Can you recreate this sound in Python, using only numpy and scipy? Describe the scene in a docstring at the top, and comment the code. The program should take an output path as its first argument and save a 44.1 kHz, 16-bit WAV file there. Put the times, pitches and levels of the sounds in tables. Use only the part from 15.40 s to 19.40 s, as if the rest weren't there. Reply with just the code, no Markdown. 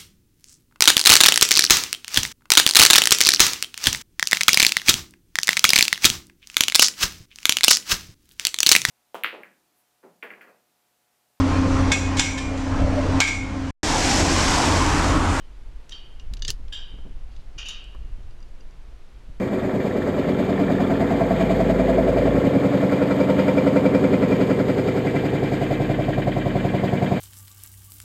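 """A carabiner clinks on a steel rung and its gate snaps shut, within arm's reach of a body-worn microphone.
The climber's hand damps it; free knocks set the rungs and cable ringing in dense clusters of modes.
Close by, hands and boots bump softly, a palm slaps a rung and loose gear tinkles.
The place is an open rock face: wind rumbles on the microphone over the hush of the valley."""
import sys
import numpy as np
from scipy import signal
from scipy.fft import rfft, irfft
from scipy.io import wavfile
from scipy.ndimage import uniform_filter1d

SR = 44100
rng = np.random.default_rng(int(sys.argv[2]) if len(sys.argv) > 2 else 0)


def pcm_store(signal):
    """Save signal as 16-bit PCM."""
    levels = np.round(np.clip(np.atleast_2d(signal), -1, 1) * 32767)
    wavfile.write(sys.argv[1], SR, levels.astype(np.int16).T)


N = 176400

# spectrum of the distant valley hush (f/Hz, relative level/dB)
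VALLEY_SPECTRUM = [(30, -3), (110, -0.5), (200, -3), (400, -6), (600, -8.5), (1200, -13), (2200, -16),
                   (3000, -17.5), (4500, -22), (7000, -27.5), (9300, -32.5), (9900, -30.5), (10500, -34),
                   (12500, -38), (15000, -47)]
# spectrum of wind on the microphone (f/Hz, relative level/dB)
WIND_SPECTRUM = [(5, -13.5), (11, 6.5), (18, 6), (28, -4), (48, -4.5), (62, -13.5), (80, -23), (108, -22),
                 (150, -34.5), (300, -55), (800, -98)]
# course of the gusts (t/s, level/dB)
GUSTS = [(0, -37.5), (.2, -38), (.32, -30), (.45, -41.5), (.78, -36), (.9, -27), (1.33, -31.5), (1.52, -35),
         (1.73, -30), (2.1, -35.5), (2.48, -38.5), (2.66, -29), (2.87, -33), (2.98, -36), (3.25, -35),
         (3.75, -41), (3.95, -35)]
# bumps of hands, boots and harness (t/s, level/dB, corner/Hz, rise/s, t60/s)
BUMPS = [(0.29, -51, 80, 0.023, 0.19), (0.905, -43.5, 119, 0.016, 0.21), (1.009, -43.5, 85, 0.038, 0.17),
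         (1.086, -42.5, 240, 0.019, 0.072), (1.188, -49, 129, 0.0077, 0.11),
         (1.251, -51.5, 120, 0.0079, 0.17), (1.529, -43.5, 151, 0.015, 0.16),
         (1.583, -44.5, 380, 0.003, 0.088), (1.645, -40.5, 150, 0.0087, 0.27),
         (1.986, -45.5, 120, 0.0074, 0.076), (2.15, -44, 128, 0.011, 0.18), (2.579, -54.5, 224, 0.04, 0.79),
         (2.77, -49, 170, 0.012, 0.22), (3.084, -50.5, 150, 0.0071, .15), (3.88, -41, 79, 0.013, 0.15)]
# spectrum of a palm on a rung (f/Hz, relative level/dB)
SLAP_SPECTRUM = [(100, -4), (500, 6.5), (750, -8), (1100, 1), (1600, -11), (4000, -28), (12000, -52)]
# modes of the carabiner pulled against the rung (f/Hz, level/dB, t60/s)
THUNK_MODES = [(109, -28, 0.18), (164, -43, .08), (365, -34.5, 0.072), (398, -36, 0.063), (940, -50, 0.032),
               (1097, -40, 0.027), (1800, -37, .05)]
# faint tinkles of loose gear (t/s, gain/dB)
TINKLES = [(2.909, -57), (3.004, -56.5), (3.027, -50.5), (3.207, -53), (3.309, -58)]
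# modes of the loose gear (f/Hz, relative level/dB, t60/s)
GEAR_MODES = [(4800, -1.5, 0.033), (2800, -6.5, 0.046), (5900, 0.5, 0.017), (7050, -8, .02)]
# free knocks on the steel (t/s, level/dB, rise/s, main cluster/Hz, its half width/Hz, second cluster/Hz,
# its gain/dB, treble slope/dB per octave, gain of other clusters and bed/dB, place 0-1, ring length factor)
KNOCKS = [(0.0, -58, 0.0032, 3100, 150, 4600, -20, -9, -10, .5, 0.63),
          (0.507, -46.5, 0.0018, 3030, 197, 5860, 3, 3, 3, 0.5, .5),
          (0.5196, -40.5, 0.0019, 3094, 138, 4560, -7, -0.5, -3.5, 0.38, 1.08),
          (0.797, -51, 0.0018, 2860, 60, 5930, -9, -2, -12, 0.9, 0.28),
          (1.323, -33, 0.0033, 3164, 85, 3025, -6.5, 1.5, -5, 0, 1.114),
          (2.178, -34, 0.0083, 3005, 190, 5660, -5.5, -0.5, -1.5, .98, 1.03),
          (2.250, -36.5, 0.01, 2890, 171, 3700, -4, 3.5, -6, 1, 1.07),
          (2.2864, -29, 0.00055, 3770, 250, 7000, -3, 12.5, -1, 0.8, 0.12),
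          (2.290, -35.5, 0.0039, 3040, 197, 3740, -7, 3.5, -1, 0.8, 1.03)]
# mode clusters of rungs and cable (f/Hz, half width/Hz, gain struck at place 0/dB, at place 1/dB)
STEEL_CLUSTERS = [(1390, 300, -24, -15.5), (1625, 45, -6.5, -31), (1847, 6.5, -17, -6.5),
                  (2464, 8, -8, -0.5), (2480, 150, -42, -11.5), (2824, 9.9, -1.5, 6), (3204, 7.1, 7, -12),
                  (3688, 130, -2, -7.5), (4300, 49, -21, -10.5), (4500, 8, -13, -5.5), (4715, 20, -7, -11),
                  (4810, 160, -16, -10.5), (5220, 33, -14, -10), (5690, 130, -13.5, -11),
                  (6230, 200, -25.5, -9.5), (6770, 290, -26, -13.5), (7470, 106, -12.5, -30),
                  (10000, 300, -28, -30), (10600, 130, -38, -29)]
# broad bed of modes under the clusters (f/Hz, relative level/dB)
STEEL_BED = [(300, -25), (800, -28), (2200, -21.5), (3300, -25), (4100, -34), (5300, -27), (6500, -28),
             (8200, -34), (10500, -36), (12000, -44), (15500, -52)]
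# decay of the steel at ring length factor 1 (f/Hz, t60/s)
STEEL_T60 = [(500, 0.93), (1700, 0.69), (2900, 0.69), (3400, 0.47), (4500, 0.49), (5500, 0.34),
             (7000, 0.25), (10000, 0.17), (15000, .13)]
# modes of carabiner and rung at pitch and length factors 1 (f/Hz, relative level/dB, free t60/s)
CLINK_MODES = [(1790, -12, .06), (2880, -2, .075), (2990, -5, .06), (3400, -5, .05), (3660, -3, .07),
               (3850, -4, .06), (4240, -4, .07), (4700, 0, .08), (4850, -3, .08), (5760, -6, .06),
               (6220, 0, .05), (6390, -2, .06), (7000, -8, .06), (7550, -8, .06)]
# spectrum of the contact crack (f/Hz, relative level/dB)
CRACK_SPECTRUM = [(300, -38), (1200, -10), (2300, -6), (3600, 2), (7000, 0.5), (8300, -9), (11000, -4),
                  (13000, -15.5), (15500, -8)]
# hand-damped clinks (t/s, level/dB, treble corner/Hz, ring length factor, pitch factor, crack over ring/dB)
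CLINKS = [(0.4935, -45, 7800, .3, 1.27, 4), (0.5222, -39, 3200, .6, 1.04, -36),
          (0.7964, -50, 4200, 1.4, 1.1, 6), (0.9365, -38.5, 10300, 0.44, 0.37, 17),
          (0.9695, -46, 5540, 0.69, 0.82, 2), (0.9930, -52, 8950, .6, 1, -5),
          (1.0216, -30, 5230, 1.6, 1.0, -6), (1.049, -29, 6000, 1.34, 1.0, -6),
          (1.0802, -25.5, 8100, 1.6, 1.1, -3.5), (1.1032, -22.5, 13900, 1.3, 1.01, 8),
          (1.2817, -52.5, 5000, .4, 0.85, 0), (1.964, -54, 4960, .6, 1.0, -6),
          (2.4415, -57.5, 10000, .5, 1.2, 1)]
# the carabiner scrapes over the rung (t/s, length/s, level/dB)
SCRAPES = [(1.068, 0.022, -44.5), (1.087, .011, -33), (1.898, .13, -67)]


def amp(db):
    """Decibels to gain."""
    return 10 ** (np.asarray(db) / 20)


def unit(x):
    """Scales to rms 1."""
    return x / np.sqrt(np.mean(x ** 2) + 1e-20)


def read(points, hz):
    """Reads a table on a log-frequency axis."""
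    f, value = np.transpose(points)
    return np.interp(np.log(hz + 1), np.log(f + 1), value)


def fade(t, t60):
    """Exponential decay, 60 dB down at t60."""
    return np.exp(-np.log(1000) * t / t60)


def add(mix, s, sound):
    """Mixes a sound in at s seconds."""
    part = mix[max(round(s * SR), 0):][:len(sound)]
    part += sound[:len(part)]


def noise(size, gain):
    """Noise of rms 1 with the spectrum gain(hz)."""
    hz = np.fft.rfftfreq(size, 1 / SR)
    return unit(irfft(rfft(rng.standard_normal(size)) * gain(hz), size))


def valley(level_db=-56):
    """The steady hush of the valley, far off."""
    return amp(level_db) * noise(N, lambda hz: amp(read(VALLEY_SPECTRUM, hz)))


def wind():
    """Low buffeting right on the microphone; its level follows the gusts."""
    rumble = noise(N, lambda hz: amp(read(WIND_SPECTRUM, hz)))
    even_rumble = rumble / np.sqrt(uniform_filter1d(rumble ** 2, size=6000))
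    return even_rumble * amp(np.interp(np.arange(N) / SR, *np.transpose(GUSTS)))


def bumps(low_cut_hz=74, size=22050):
    """Hands, boots and harness thud close by, dull and without a ring."""
    out, t = np.zeros(N), np.arange(size) / SR
    for s, db, corner_hz, rise, t60 in BUMPS:
        thud = noise(size, lambda hz: hz ** 4 / (hz ** 4 + low_cut_hz ** 4) / (1 + (hz / corner_hz) ** 2.22))
        shape = np.minimum(t / rise, 1) * fade(np.maximum(t - rise, 0), t60)
        add(out, s, amp(db) * unit(thud * shape) * np.sqrt(np.mean(shape ** 2)))
    return out


def palm(at_s=2.549, level_db=-41, size=8192):
    """One dry slap of the hand onto the next rung."""
    out, t = np.zeros(N), np.arange(size) / SR
    slap = noise(size, lambda hz: amp(read(SLAP_SPECTRUM, hz)))
    add(out, at_s, amp(level_db) * slap * fade(t, t60=0.055))
    return out


def struck(modes, rise, spread_db=5, size=8192):
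    """A few damped modes, struck together, a little differently each time."""
    ring, t = np.zeros(size), np.arange(size) / SR
    for hz, db, t60 in modes:
        gain = amp(db + spread_db * rng.uniform(-0.57, 1))
        ring += gain * fade(t, t60) * np.sin(2 * np.pi * (hz * t + rng.random()))
    return np.minimum(t / rise, 1) * ring


def gear(gate_s=1.0875):
    """The carabiner knocks hollowly on the rung as the gate closes; later, loose gear tinkles."""
    out = np.zeros(N)
    add(out, gate_s, struck(THUNK_MODES, rise=0.0024))
    for s, db in TINKLES:
        add(out, s, amp(db) * struck(GEAR_MODES, rise=0.00086))
    return out


def steel_ring(db, rise, main_hz, width_hz, second_hz, second_db, slope_db, others_db, place, length):
    """Noise shaped into clusters of close, uneven modes that beat together; the high ones die first."""
    t = np.arange(SR) / SR
    mode_hz = np.arange(0, SR / 2, 14)  # a mode every 14 Hz
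    mode_db = 4.5 * np.clip(rng.standard_normal(len(mode_hz)), -2, 1.5)

    def gain(hz):
        hump = lambda centre, half_width: 1 / (1 + ((hz - centre) / half_width) ** 4)
        excited = hump(main_hz, width_hz) + amp(second_db) ** 2 * hump(second_hz, half_width=113)
        clusters = sum(amp(db0 + place * (db1 - db0)) ** 2 * hump(centre, half_width)
                       for centre, half_width, db0, db1 in STEEL_CLUSTERS)
        others = clusters + amp(read(STEEL_BED, hz)) ** 2
        tilt_db = slope_db * np.log2(np.maximum(hz / main_hz, 1))
        colour_db = tilt_db + np.interp(hz, mode_hz, mode_db)
        return np.sqrt(excited + amp(others_db) ** 2 * others) * amp(colour_db)

    hz, age, bands = signal.stft(noise(len(t), gain), SR, nperseg=256)
    decay = fade(age, length * read(STEEL_T60, hz)[:, None])
    ring = signal.istft(bands * decay, SR)[1][:len(t)]
    return amp(db) * np.minimum(t / rise, 1) * ring


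def rungs():
    """Each free knock rings on along the rungs and cable."""
    out = np.zeros(N)
    for s, *knock in KNOCKS:
        add(out, s, steel_ring(*knock))
    return out


def clink(corner_hz, length, pitch, crack_db, size=8192):
    """Short steel modes and a contact crack; a softer touch has less treble."""
    ring, t = np.zeros(size), np.arange(size) / SR
    softness = lambda hz: 1 / np.sqrt(1 + (hz / corner_hz) ** 6)
    unit_onset = lambda x: x / x[:220].std()  # level set by the first 5 ms
    for hz, db, t60 in CLINK_MODES:
        gain = amp(db + rng.normal(0, 1.5)) * softness(hz * pitch)
        # the grip soaks up most of the blow at once; a weak free ring stays
        decay = fade(t, t60=0.022) + amp(-10.5) * fade(t, t60 * length)
        mode_hz = hz * pitch * rng.normal(1, 0.0062)
        ring += gain * decay * np.sin(2 * np.pi * (mode_hz * t + rng.random()))
    crack = noise(size, lambda hz: amp(read(CRACK_SPECTRUM, hz)) * softness(hz))
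    crack *= fade(t, t60=0.016) + amp(-26) * fade(t, t60=0.11)
    crack *= np.minimum(t / 0.0004, 1)
    hit = unit_onset(ring) + amp(crack_db) * unit_onset(crack)
    return unit_onset(hit * np.minimum(t / 0.00089, 1))


def carabiner(slips_per_s=900, echo_s=0.0095, echo_db=-19.5):
    """Clinks and stick-slip scrapes near the microphone, with a slap back from the rock face."""
    out = np.zeros(N)
    for s, db, *touch in CLINKS:
        add(out, s, amp(db) * clink(*touch))
    for s, length, db in SCRAPES:
        size = round(length * SR)
        slips = (rng.standard_normal(SR) * (rng.random(SR) < slips_per_s / SR))[:size]
        rub = signal.fftconvolve(slips, clink(corner_hz=6000, length=0.42, pitch=0.94, crack_db=-2))
        add(out, s, amp(db) * rub / (rub[:size].std() + 1e-9))
    echo = amp(echo_db) * out
    add(out, echo_s, echo)
    return out


def scene():
    """All sources in mono, at the microphone on the climber's body."""
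    return (carabiner() + gear() + rungs() + palm() + bumps() + wind() + valley())[None]


def record(dry, edge_hz=15950):
    """The recorder's band limit, a steep low-pass."""
    low_pass = signal.firwin(511, edge_hz, window=("kaiser", 9), fs=SR)
    return signal.oaconvolve(dry, low_pass[None], "same")


dry = scene()
out = record(dry)
pcm_store(out)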